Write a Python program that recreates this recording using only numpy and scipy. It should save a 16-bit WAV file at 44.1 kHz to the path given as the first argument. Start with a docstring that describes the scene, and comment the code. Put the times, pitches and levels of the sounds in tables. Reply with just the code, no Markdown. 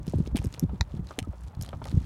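"""A wheelchair rolls over rough pavement outdoors, heard from the chair itself.
Bumps are sinking tones with shudder, over a low rumble of coloured noise. Grit crackles and snaps,
wheels knock hollowly, small parts tick and two loose fittings clack as sums of decaying modes.
A faint squeak is a swelling tone. Quiet outdoor air and a brief scatter of echoes surround it."""
import sys
import numpy as np
from scipy import signal
from scipy.fft import rfft, irfft
from scipy.io import wavfile

SR = 44100
rng = np.random.default_rng(int(sys.argv[2]) if len(sys.argv) > 2 else 0)


def inscribe(sig):
    """Save sig as 16-bit PCM at rate SR to the path in sys.argv[1].

    A 1-D sig is mono; a 2-D sig holds one channel per row.
    Samples are clipped to [-1, 1] before scaling.
    """
    pcm = np.round(np.clip(np.atleast_2d(sig).T, -1, 1) * 32767)
    wavfile.write(sys.argv[1], SR, pcm.astype(np.int16))


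N = 90493
TIME_S = np.arange(N) / SR

# Rolling rumble strength. Each row: time in seconds, level in dB.
ROLL_LEVEL = [(0, -31), (.06, -40.5), (.2, -34), (.46, -37.5), (.54, -42), (.72, -35.5), (.88, -45),
              (1.0, -35.5), (1.16, -49), (1.37, -48.5), (1.47, -39.5), (1.53, -45), (1.65, -41.5),
              (1.88, -37.5), (2.05, -39)]
# Rumble spectrum. Each row: frequency in Hz, relative level in dB.
RUMBLE_SPECTRUM = [(20, -103), (40, -9.5), (60, 13), (100, 2), (170, -1), (300, -16.5), (600, -27),
                   (1200, -61.5), (16000, -98)]

# Fine crackle strength, before clumping. Each row: time in seconds, level in dB.
CRACKLE_LEVEL = [(0, -69.5), (.1, -60.5), (.23, -63.5), (.27, -61), (.345, -75.5), (.375, -54), (.405, -61),
                 (.425, -60), (.49, -62.5), (.56, -62.5), (.66, -67.5), (.88, -69.5), (.96, -61),
                 (1.02, -70), (1.11, -59.5), (1.28, -70.5), (1.44, -63.5), (1.56, -74), (1.63, -59),
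                 (1.80, -67.5), (1.87, -56), (1.96, -61.5), (2.05, -59.5)]
# Spectrum of hiss, snaps and cracks. Each row: frequency in Hz, relative level in dB.
GRIT_SPECTRUM = [(300, 19.5), (900, 5.5), (2500, 6.5), (4000, 5.5), (7000, 0.5), (10000, -1),
                 (16000, -13.5)]
# Grit snapping under the tyres. Each row: start in seconds, level in dB, resonance in Hz.
SNAPS = [(.0670, -36, 11100), (0.079, -33.5, 4850), (0.0966, -36.5, 9000), (0.122, -43, 9000),
         (.1900, -49, 5500), (0.261, -43, 3020), (.2690, -41.5, 5100), (0.274, -38, 4900),
         (0.3576, -26, 3120), (0.362, -27, 2650), (.3682, -20.5, 9500), (0.375, -26.5, 2820),
         (0.3759, -31, 3150), (0.387, -32, 2500), (0.3905, -38.5, 2290), (0.4417, -33, 8500),
         (.4562, -38, 6100), (0.4685, -38.5, 7850), (0.526, -37.5, 6050), (0.5399, -32, 5500),
         (0.545, -34.5, 2230), (.5746, -57, 9000), (0.635, -43.5, 2960), (1.07, -40.5, 5000),
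         (1.0887, -42, 4000), (1.482, -45.5, 5030), (1.5494, -43.5, 4170), (1.6117, -28.5, 7350),
         (1.6334, -37, 6440), (1.6613, -36, 3500), (1.6895, -32, 4070), (1.8410, -34.5, 4300),
         (1.854, -32, 1600), (1.8705, -38, 6200), (1.9142, -36.5, 3700), (1.953, -48, 6900)]

# Hollow knock spectrum. Each row: frequency in Hz, relative level in dB.
KNOCK_SPECTRUM = [(200, 3), (500, 6), (680, 5.5), (860, 4), (1050, -3.5), (1270, 2.5), (1550, -7.5),
                  (3500, -17.5), (16000, -59)]
# Hollow knocks of the wheels. Each row: start in seconds, level in dB, resonance in Hz.
KNOCKS = [(0.312, -47.5, 900), (.3495, -40, 635), (0.417, -43, 610), (0.575, -40, 432), (0.693, -42.5, 920),
          (1.108, -35, 1110), (1.3315, -45.5, 574), (1.7303, -35, 950), (1.8171, -37.5, 1130),
          (1.857, -39, 840), (1.877, -48, 1050)]

# Outdoor air spectrum. Each row: frequency in Hz, relative level in dB.
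AIR_SPECTRUM = [(30, -8), (300, -5), (900, 13), (1400, 3), (2200, -8), (5000, -21.5), (16000, -20.5)]

# Bumps through the frame. Each row: start in seconds, level in dB, starting pitch in Hz,
# decay time constant in seconds.
BUMPS = [(0.077, -23.5, 232, 0.011), (0.136, -15.5, 492, 0.0057), (0.151, -19, 121, 0.022),
         (0.182, -20.5, 160, 0.014), (0.2, -16.5, 226, 0.0098), (.212, -24, 100, 0.0073),
         (.273, -30, 350, 0.0085), (0.323, -23, 81, 0.013), (0.3472, -18.5, 338, 0.0098),
         (.392, -23, 90.4, 0.012), (0.445, -20, 251, 0.013), (0.462, -20.5, 102.6, 0.01),
         (0.624, -20, 215, 0.014), (0.636, -19.5, 221, 0.014), (0.73, -30, 255, 0.025),
         (0.803, -17.5, 100.4, 0.014), (0.939, -24.5, 236, 0.0058), (0.951, -28.5, 172, 0.019),
         (0.992, -27, 212, 0.012), (1.1829, -27.5, 416, 0.0095), (1.215, -29.5, 117.4, 0.024),
         (1.272, -29.5, 390, 0.0086), (1.284, -28, 85, 0.02), (1.569, -30, 162, 0.0056),
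         (1.59, -28, 120, 0.021), (1.613, -26.5, 68.4, 0.018), (1.73, -34, 118.5, 0.049),
         (1.819, -34, 101, 0.038), (1.926, -29.5, 314, 0.012), (1.938, -17.5, 107.4, 0.018),
         (1.963, -28.5, 262, 0.011), (1.971, -15, 111, 0.0084), (2.005, -29, 109, 0.036)]

# Small metal parts ticking. Each row: start in seconds, level in dB.
TICKS = [(.4485, -33.5), (.5957, -19.5), (.6022, -38), (1.6236, -25.5), (1.6262, -29.5)]
# Modes of the parts, before each blow's slight flattening. Each row: nominal frequency in Hz,
# relative level in dB, 60 dB decay time in seconds.
PIN_MODES = [(5200, -5.5, 0.0025), (5640, -2, 0.004), (7000, -0.5, 0.0017), (10370, -9.5, 0.0049),
             (12200, -3, 0.0024), (15100, -10, 0.0021)]

# Blows on the loose bracket. Each row: start in seconds, level in dB.
BRACKET_HITS = [(.8096, -21.5), (.8278, -52.5)]
# Bracket modes. Each row: nominal frequency in Hz, relative level in dB, 60 dB decay in seconds.
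BRACKET_MODES = [(931, -2.5, 0.022), (1436, -6.5, 0.015), (1946, 0, 0.014), (2540, -7, 0.013),
                 (3800, 4.5, 0.009), (4140, 7.5, 0.0053), (4840, -6.5, 0.017), (5350, -5.5, 0.0099),
                 (6100, -0.5, 0.0051), (7310, -10.5, 0.013), (11000, -14, 0.0031)]

# Blows on the loose footrest. Each row: start in seconds, level in dB.
FOOTREST_HITS = [(1.1891, -27.5), (1.1942, -39.5), (1.2008, -45.5), (1.2273, -49)]
# Footrest modes. Each row: nominal frequency in Hz, relative level in dB, 60 dB decay in seconds.
FOOTREST_MODES = [(291, -1.5, 0.038), (755, -5.5, 0.028), (1665, -10, 0.025), (2300, 5.5, 0.0077),
                  (2710, 4.5, 0.0088), (3080, 4.5, 0.01), (4300, 0, 0.0073), (5500, -1.5, 0.0089),
                  (6400, -3, 0.0088), (7380, -2.5, 0.0099), (8700, 1.5, 0.0063), (11260, 1, 0.0023)]

# Faint squeaks of the chair. Each row: start in seconds, length in seconds, pitch in Hz, level in dB.
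SQUEAKS = [(1.233, 0.028, 1270, -49)]

PEAK_DB, PEAK_OCTAVES = 8, 0.53  # resonance in each snap or knock
GRAINS_PER_S, GRAIN_SPREAD_DB = 5600, 5.5  # rate where the tyres scrub hardest
GRAIN_LOW_HZ, GRAIN_HIGH_HZ, GRAIN_DECAY_CYCLES = 1027, 9000, 0.55
GRAIN_DB, HISS_DB = -3, -2.5  # relative to the crackle curve
CLUMP_DB, CLUMP_S = 3, 0.0041  # rms swing; half-width of the smoothing window
PATTER_PER_S, PATTER_DB = 120, -61.5
KNOCK_RISE_S, KNOCK_DECAY_S = 0.00028, 0.0099
AIR_DB = -62
SNAP_RISE_S, SNAP_DECAY_S = 0.00083, 0.0016
FRAME_HZ = 50  # each thud sinks towards the frame's lowest note
RISE_CYCLES, SAG_PER_DECAY = 0.52, 1.415  # short, high bumps rise and sink fastest
SHUDDER_DB, SHUDDER_HZ = -2, 339
CRACK_DECAY_S = 0.0016
PIN_CRACK_DB, BRACKET_CRACK_DB, FOOTREST_CRACK_DB = -23, -15.5, 2  # relative to the blow
ECHO_DB, ECHO_DECAY_S = -16.5, 0.0082
LOW_CUT_HZ, HIGH_CUT_HZ = 32, 16300


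def amp(db):
    """Decibels to gain."""
    return 10 ** (np.asarray(db) / 20)


def unit(x):
    """Scales to rms 1."""
    return x / np.sqrt(np.mean(x ** 2) + 1e-20)


def add(mix, start_s, sound):
    """Mixes a sound in at its start time."""
    part = mix[max(round(start_s * SR), 0):][:len(sound)]
    part += sound[:len(part)]


def level(curve):
    """Gain over time, interpolated in dB between curve points."""
    return amp(np.interp(TIME_S, *np.transpose(curve)))


def coloured_noise(count, spectrum, peak_hz=None):
    """Noise of rms 1, shaped by a spectrum and an optional resonance."""
    octave = np.log2(np.fft.rfftfreq(count, 1 / SR) + 1)
    hz, db = np.transpose(spectrum)
    gain_db = np.interp(octave, np.log2(hz), db)
    if peak_hz is not None:
        gain_db = gain_db + PEAK_DB * np.exp(-((octave - np.log2(peak_hz)) / PEAK_OCTAVES) ** 2)
    return unit(irfft(rfft(rng.standard_normal(count)) * amp(gain_db), count))


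def burst_shape(t, rise_s, decay_s):
    """Linear rise under an exponential decay."""
    return np.minimum(t / rise_s, 1) * np.exp(-t / decay_s)


def noise_bursts(rows, spectrum, shape):
    """Places one resonant noise burst per row."""
    out = np.zeros(N)
    for start_s, db, peak_hz in rows:
        add(out, start_s, amp(db) * shape * coloured_noise(len(shape), spectrum, peak_hz))
    return out


def tyre_rumble():
    """Low noise of the rolling tyres, its strength following the roll curve."""
    return level(ROLL_LEVEL) * coloured_noise(N, RUMBLE_SPECTRUM)


def grains(scrub, bands=24):
    """Tiny clicks of many sizes and pitches, denser the harder the tyres scrub."""
    out, t = np.zeros(N), TIME_S[:SR // 100]
    chance = scrub / scrub.max() * GRAINS_PER_S / bands / SR
    for hz in np.geomspace(GRAIN_LOW_HZ, GRAIN_HIGH_HZ, bands):
        size = amp(GRAIN_SPREAD_DB * np.minimum(rng.exponential(1, N), 4))
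        impulses = size * (rng.random(N) < chance)
        click = unit(t * np.sin(2 * np.pi * hz * t) * np.exp(-t * hz / GRAIN_DECAY_CYCLES))
        out += signal.oaconvolve(impulses, click)[:N]
    return unit(out)


def fine_crackle():
    """Grains over tyre friction hiss; the scrubbing comes in short uneven clumps."""
    window = np.hanning(round(2 * CLUMP_S * SR))
    clumps = unit(np.convolve(rng.standard_normal(N), window, "same"))
    scrub = level(CRACKLE_LEVEL)
    hiss = coloured_noise(N, GRIT_SPECTRUM)
    return scrub * amp(CLUMP_DB * clumps) * (amp(GRAIN_DB) * grains(scrub) + amp(HISS_DB) * hiss)


def pavement_patter():
    """Random faint knocks from the grain of the pavement, as noise under many small decays."""
    shape = burst_shape(TIME_S[:SR // 8], KNOCK_RISE_S, KNOCK_DECAY_S)
    stones = rng.random(N) * (rng.random(N) < PATTER_PER_S / SR)
    envelope = unit(signal.oaconvolve(stones, shape)[:N])
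    return amp(PATTER_DB) * envelope * coloured_noise(N, KNOCK_SPECTRUM)


def outdoor_air():
    """Quiet steady coloured noise."""
    return amp(AIR_DB) * coloured_noise(N, AIR_SPECTRUM)


def grit_snaps():
    """Larger grit snaps as short resonant noise bursts."""
    return noise_bursts(SNAPS, GRIT_SPECTRUM, burst_shape(TIME_S[:SR // 16], SNAP_RISE_S, SNAP_DECAY_S))


def bump(db, hz, decay_s):
    """A thud whose pitch sinks as the quick flexing dies and the whole frame sways."""
    t = TIME_S[:SR // 4]
    flex = np.exp(-t / (SAG_PER_DECAY * decay_s))
    sway = np.sin(2 * np.pi * np.cumsum(FRAME_HZ + (hz - FRAME_HZ) * flex) / SR)
    # upper edge of the shudder: geometric mean of pitch and SHUDDER_HZ
    soften = signal.butter(2, np.sqrt(hz * SHUDDER_HZ), fs=SR, output="sos")
    softened = signal.sosfilt(soften, rng.standard_normal(len(t)))
    shudder = unit(signal.sosfilt(soften, softened))
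    shape = (1 - np.exp(-(t * hz / RISE_CYCLES) ** 2)) * np.exp(-t / decay_s)
    return amp(db) * shape / shape.max() * (sway + amp(SHUDDER_DB) * shudder * flex)


def frame_bumps():
    """Pavement bumps thud through the frame."""
    out = np.zeros(N)
    for start_s, db, hz, decay_s in BUMPS:
        add(out, start_s, bump(db, hz, decay_s))
    return out


def wheel_knocks():
    """Short hollow knocks of the wheels, as resonant noise bursts."""
    shape = burst_shape(TIME_S[:SR // 8], KNOCK_RISE_S, KNOCK_DECAY_S)
    return noise_bursts(KNOCKS, KNOCK_SPECTRUM, shape)


def modal_ring(modes, t):
    """Sum of decaying modes of alternating sign, each drawn 1.2 to 2.8 % below nominal."""
    ring = np.zeros(len(t))
    for k, (hz, db, t60_s) in enumerate(modes):
        tone = np.sin(2 * np.pi * hz * rng.uniform(0.972, 0.988) * t)
        ring += (-1) ** k * amp(db - 60 * t / t60_s) * tone
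    return ring


def struck(hits, modes, crack_db):
    """Each blow is a short noise crack and the ring of the part's modes."""
    out, t = np.zeros(N), TIME_S[:SR // 10]
    for start_s, db in hits:
        ring = modal_ring(modes, t)
        crack = coloured_noise(len(t), GRIT_SPECTRUM) * np.exp(-t / CRACK_DECAY_S)
        add(out, start_s, amp(db) * (ring + amp(crack_db) * crack))
    return out


def metal_ticks():
    """Small metal parts ring very briefly."""
    return struck(TICKS, PIN_MODES, PIN_CRACK_DB)


def bracket_clacks():
    """The loose bracket's modes, struck with a faint crack."""
    return struck(BRACKET_HITS, BRACKET_MODES, BRACKET_CRACK_DB)


def footrest_clacks():
    """The loose footrest's modes, struck with a strong crack."""
    return struck(FOOTREST_HITS, FOOTREST_MODES, FOOTREST_CRACK_DB)


def squeaks():
    """A faint squeak: a pure tone that swells and fades."""
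    out = np.zeros(N)
    for start_s, length_s, hz, db in SQUEAKS:
        t = np.arange(0, length_s, 1 / SR)
        add(out, start_s, amp(db) * np.hanning(len(t)) * np.sin(2 * np.pi * hz * t))
    return out


def reflections(x):
    """Scatter from the ground and the chair: convolution with briefly decaying noise."""
    t = TIME_S[:SR // 5]
    tail = rng.standard_normal(len(t)) * np.exp(-t / ECHO_DECAY_S)
    return amp(ECHO_DB) * signal.fftconvolve(x, tail / np.linalg.norm(tail))[:N]


def scene():
    """Rumble, thuds and echoing rattles over quiet outdoor air."""
    grit = fine_crackle() + grit_snaps()
    wheels = pavement_patter() + wheel_knocks() + squeaks()
    fittings = metal_ticks() + bracket_clacks() + footrest_clacks()
    rattle = grit + wheels + fittings
    return (tyre_rumble() + frame_bumps() + rattle + reflections(rattle) + outdoor_air())[None]


def record(dry):
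    """The microphone's bass roll-off and the upper band limit."""
    low_cut = signal.butter(2, LOW_CUT_HZ, "high", fs=SR, output="sos")
    thin = signal.sosfilt(low_cut, dry)
    band_limit = signal.firwin(511, HIGH_CUT_HZ, window=("kaiser", 9), fs=SR)
    return signal.oaconvolve(thin, band_limit[None], "same")


dry = scene()
out = record(dry)
inscribe(out)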